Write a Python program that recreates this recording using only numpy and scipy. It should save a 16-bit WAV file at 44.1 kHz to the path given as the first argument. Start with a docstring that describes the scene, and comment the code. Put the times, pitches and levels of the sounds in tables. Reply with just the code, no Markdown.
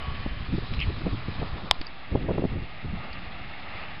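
"""The rim of an open quarry, one microphone out in the wind. The draught rumbles over it and eddies
buffet it in low bumps, some dull, some brighter and spitting. Far across the pit lies an even rushing,
with a faint whine and a thin, rising hiss at first. Close by come small ticks, a short stick-slip rasp
and one sharp click of hard contact. The recorder is narrow-band and the click overloads it."""
import sys
import numpy as np
from scipy import signal
from scipy.fft import rfft, irfft
from scipy.io import wavfile

SR = 44100
rng = np.random.default_rng(int(sys.argv[2]) if len(sys.argv) > 2 else 0)


def dump(signal):
    """Clip the signal to [-1, 1] and save it as 16-bit WAV at the path in sys.argv[1]."""
    limited = np.clip(np.atleast_2d(signal).T, -1, 1)
    pcm = np.round(limited * 32767).astype(np.int16)
    wavfile.write(sys.argv[1], SR, pcm)


N = 176400


def undb(db):
    """Decibels to gain."""
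    return 10 ** (np.asarray(db) / 20)


def unit(x):
    """Scale to rms 1."""
    return x / np.sqrt(np.mean(x ** 2) + 1e-18)


def times():
    """Time of every sample in seconds."""
    return np.arange(N) / SR


def freqs(size):
    """Frequency of every bin, at least 1 Hz."""
    return np.maximum(np.arange(size // 2 + 1) * SR / size, 1)


def noise(gain):
    """Noise of rms 1 with the given gain per bin."""
    return unit(irfft(gain * rfft(rng.standard_normal(2 * len(gain) - 2))))


def band(f, low_hz, high_hz, slope):
    """Gain of a flat band with soft edges; slope is the steepness of the upper one."""
    return 1 / np.sqrt((1 + (low_hz / f) ** 2) ** 2 * (1 + (f / high_hz) ** (2 * slope)))


def walk(rate_hz, size=N):
    """Smooth random drift of spread 1."""
    return noise(np.exp(-(freqs(size) / rate_hz) ** 2))


def add(out, start_s, sound):
    """Mix a short sound in at its time."""
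    at = int(start_s * SR) + np.arange(len(sound))
    inside = (at >= 0) & (at < N)
    out[at[inside]] += sound[inside]


def burst(hz, width_hz, decay_s, size=4096):
    """A brief scrape of noise through one resonance."""
    envelope = np.exp(-np.arange(size) / SR / decay_s)
    edges = [hz - width_hz / 2, hz + width_hz / 2]
    resonance = signal.butter(3, edges, "bandpass", fs=SR, output="sos")
    ring = signal.sosfilt(resonance, rng.standard_normal(size) * envelope)
    return unit(ring) * np.sqrt(np.mean(envelope ** 2))


def draught(flutter_db=2.8):
    """Air flowing over the microphone makes a fluttering rumble."""
    # Each row: time in seconds, level in dB.
    strength = [(0, -34), (0.081, -39), (0.419, -36.5), (.5, -30), (.63, -40), (0.719, -34.5), (1.1, -31.5),
                (1.199, -39), (1.45, -37.5), (1.75, -45), (1.9, -52), (2.05, -51.5), (2.169, -40),
                (2.549, -33), (2.751, -50.5), (3.0, -43.5), (3.2, -41.5), (3.45, -48), (3.65, -48),
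                (4.0, -46)]
    db = np.interp(times(), *np.array(strength).T) + flutter_db * walk(22)
    return undb(db) * noise(band(freqs(N), low_hz=12, high_hz=113, slope=2.09))


def far_rush(hollow_from_s=1.7, crossfade_s=0.25, wander_db=0.25, flicker_db=1.1):
    """Rushing from far across the pit: three bands swell on their own, and the colour turns hollow."""
    # The swells. Each row: time in seconds, then level in dB of the low, middle and high band.
    swells = [(0, -43.5, -44.5, -51), (.35, -47, -46, -52.5), (.75, -46, -48, -48.5),
              (1.05, -46.5, -45.5, -51), (1.5, -44, -47.5, -49.5), (1.7, -44, -50, -52.5),
              (1.95, -49, -48.5, -55), (2.4, -48.5, -47.5, -54), (2.75, -47.5, -47.5, -55),
              (2.96, -47, -46.5, -55), (3.03, -41, -43.5, -53), (3.148, -46.5, -46, -53.5),
              (3.26, -45, -46, -52), (3.6, -45, -44.5, -53.5), (3.8, -42.5, -42, -51), (4.0, -47, -46, -53)]
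    # The four edges of those bands in Hz.
    edges = [150, 1480, 3100, 7000]
    # The colour, open at first and hollow later. Each row: frequency in Hz, relative level in dB.
    open_colour = [(190, -1), (420, -4.5), (720, .5), (920, -1.5), (1150, 3.5), (1550, -3.5), (1720, 0),
                   (2250, -2), (2520, -0.5), (2880, -4.5), (3400, -4), (3850, -5), (4500, -8.5),
                   (5000, -12), (5500, -21.5)]
    hollow_colour = [(190, 3), (470, -7), (640, 0.5), (820, 2), (1020, -5.5), (1210, 2), (1480, -5),
                     (1900, 0), (2200, 0), (2400, -3), (2740, 0), (3000, -8), (3300, -4), (3900, -7.5),
                     (4300, -10), (5000, -16), (5500, -24.5)]
    f, out = freqs(N), np.zeros(N)
    colours = np.array(open_colour).T, np.array(hollow_colour).T
    open_gain, hollow_gain = (undb(np.interp(np.log(f), np.log(hz), db)) for hz, db in colours)
    hollow_share = np.clip((times() - hollow_from_s) / crossfade_s, 0, 1)
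    when, *levels = np.array(swells).T
    for low, high, level in zip(edges, edges[1:], levels):
        in_band = (f >= low) * (f < high)
        air = np.sqrt(1 - hollow_share) * noise(open_gain * in_band)
        air += np.sqrt(hollow_share) * noise(hollow_gain * in_band)
        drift_db = -wander_db * walk(4) + flicker_db * walk(25)
        out += air * undb(np.interp(times(), when, level) + drift_db)
    return out


def thin_hiss(width_hz=180):
    """A faint, narrow hiss glides upward, then sinks a little as it dies away."""
    # Each row: time in seconds, centre in Hz, level in dB.
    glide = [(0, 3000, -51.5), (.38, 3056, -56.5), (.55, 3650, -61), (.75, 4060, -50.5), (1.15, 3950, -62),
             (1.698, 3640, -60.5), (2.0, 3600, -80.5)]
    when, hz, db = np.array(glide).T
    carrier = np.sin(2 * np.pi * np.cumsum(np.interp(times(), when, hz)) / SR)
    return undb(np.interp(times(), when, db)) * unit(carrier * walk(width_hz))


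def far_whine(pitch_hz=1130, waver_hz=4.6, level_db=-45.5, end_s=0.34, fade_s=0.25):
    """A faint, wavering tone in the distance that soon fades."""
    fade = np.clip((end_s - times()) / fade_s, 0, 1)
    hz = pitch_hz + waver_hz * walk(40)
    return undb(level_db) * fade * unit(np.sin(2 * np.pi * np.cumsum(hz) / SR))


def buffets(spits_above_hz=950, spit_rate_hz=110, spit_depth_db=8.5, size=16384):
    """Each eddy swells and dies on the microphone as a low bump whose upper part breaks into spits."""
    # Each row: middle in seconds, length in seconds, level in dB, upper edge in Hz.
    eddies = [(0.091, 0.07, -28, 94), (0.264, 0.0044, -20.5, 770), (0.278, 0.014, -22, 120),
              (.543, 0.028, -22, 250), (.584, 0.0085, -22.5, 370), (0.718, 0.026, -27, 219),
              (0.798, 0.021, -26.5, 110), (.878, 0.051, -23, 100), (.897, 0.023, -31.5, 500),
              (1.015, 0.012, -33, 600), (1.068, 0.027, -24.5, 635), (1.14, 0.024, -25, 305),
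              (1.272, .015, -37, 320), (1.288, 0.014, -25, 360), (1.396, 0.015, -26.5, 200),
              (1.425, .016, -25, 737), (1.53, 0.046, -26.5, 65.3), (1.561, 0.046, -37, 400),
              (1.645, 0.03, -34.5, 330), (1.712, 0.021, -25.5, 50), (1.799, 0.03, -26.5, 38),
              (1.813, 0.0046, -30.5, 350), (2.131, 0.02, -23, 346), (2.155, 0.01, -16, 623),
              (2.17, 0.023, -28.5, 520), (2.225, 0.18, -32.5, 367), (2.292, 0.013, -22.5, 680),
              (2.312, 0.019, -21.5, 607), (2.347, 0.045, -30.5, 520), (2.383, 0.0059, -17.5, 590),
              (2.396, 0.024, -25.5, 420), (2.423, 0.011, -25, 680), (2.441, 0.0091, -19.5, 590),
              (2.453, 0.017, -21, 397), (2.559, 0.065, -30, 346), (2.853, 0.026, -28.5, 263),
              (2.928, 0.12, -31, 204)]
    out, f = np.zeros(N), freqs(size)
    t = (np.arange(size) - size / 2) / SR
    for middle, length, db, edge_hz in eddies:
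        envelope = np.exp(-(1.74 * t / length) ** 2)
        swirl = noise(band(f, 0.09 * edge_hz, edge_hz, slope=2.8) / np.sqrt(f))  # leans to the bass
        body = irfft(rfft(swirl) / (1 + (f / spits_above_hz) ** 4))
        spits = unit(undb(spit_depth_db * walk(spit_rate_hz, size)))
        bump = (body + spits * (swirl - body)) * envelope
        add(out, middle + t[0], undb(db) * unit(bump) * np.sqrt(np.mean(envelope ** 2)))
    return out


def ticks():
    """Light ticks near the microphone, each a few milliseconds of ringing noise."""
    # Each row: start in seconds, level in dB, centre in Hz, width in Hz, decay in seconds.
    touches = [(0.737, -31, 2550, 3000, 0.0033), (.746, -37, 3820, 2380, 0.00172),
               (.801, -40, 4970, 700, .004), (1.8144, -27, 2700, 3170, .002),
               (1.8662, -34.5, 4810, 550, 0.005), (3.129, -40.5, 4500, 800, 0.0042)]
    out = np.zeros(N)
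    for start, db, hz, width_hz, decay_s in touches:
        add(out, start, undb(db) * burst(hz, width_hz, decay_s))
    return out


def rasp():
    """Close by, something sticks and slips in a quick run of catches."""
    # Each row: start in seconds, level in dB.
    catches = [(0.7917, -30), (0.801, -27), (0.812, -23.5), (0.82, -24.5), (.825, -26.5), (0.833, -29)]
    out = np.zeros(N)
    for start, db in catches:
        add(out, start, undb(db) * burst(hz=2575, width_hz=870, decay_s=0.0043))
    return out


def click(start_s=1.71124, gain_db=15, rise_s=0.0011):
    """A hard contact right at the microphone, dead within milliseconds."""
    # Its ringing. Each row: frequency in Hz, relative level in dB, seconds to fall by 60 dB.
    modes = [(813, -10, 0.0071), (995, -27, .02), (2110, 0.5, 0.0029), (3170, -22.5, 0.013),
             (3466, 0, 0.0044), (4983, -1, 0.0029)]
    t = np.maximum(times() - start_s, 0)
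    ring = sum(undb(db - 60 * t / t60) * np.sin(2 * np.pi * hz * t) for hz, db, t60 in modes)
    attack = 1 - np.exp(-(t / rise_s) ** 2)
    return undb(gain_db) * ring * attack


def scene():
    """Wind, distance and close sounds meet at one microphone on the rim."""
    wind = draught() + buffets()
    background = far_rush() + thin_hiss() + far_whine()
    close = ticks() + rasp() + click()
    return (wind + background + close)[None]


def record(dry, bandwidth_hz=5250, bias=0.014, top_hz=15500):
    """A narrow-band recorder with a small bias clips at full scale, then trims the highest treble."""
    narrow = signal.sosfiltfilt(signal.cheby1(10, 0.1, bandwidth_hz, fs=SR, output="sos"), dry)
    clipped = np.clip(narrow + bias, -1, 1)
    return signal.sosfilt(signal.ellip(8, 0.1, 70, top_hz, fs=SR, output="sos"), clipped)


dry = scene()
out = record(dry)
dump(out)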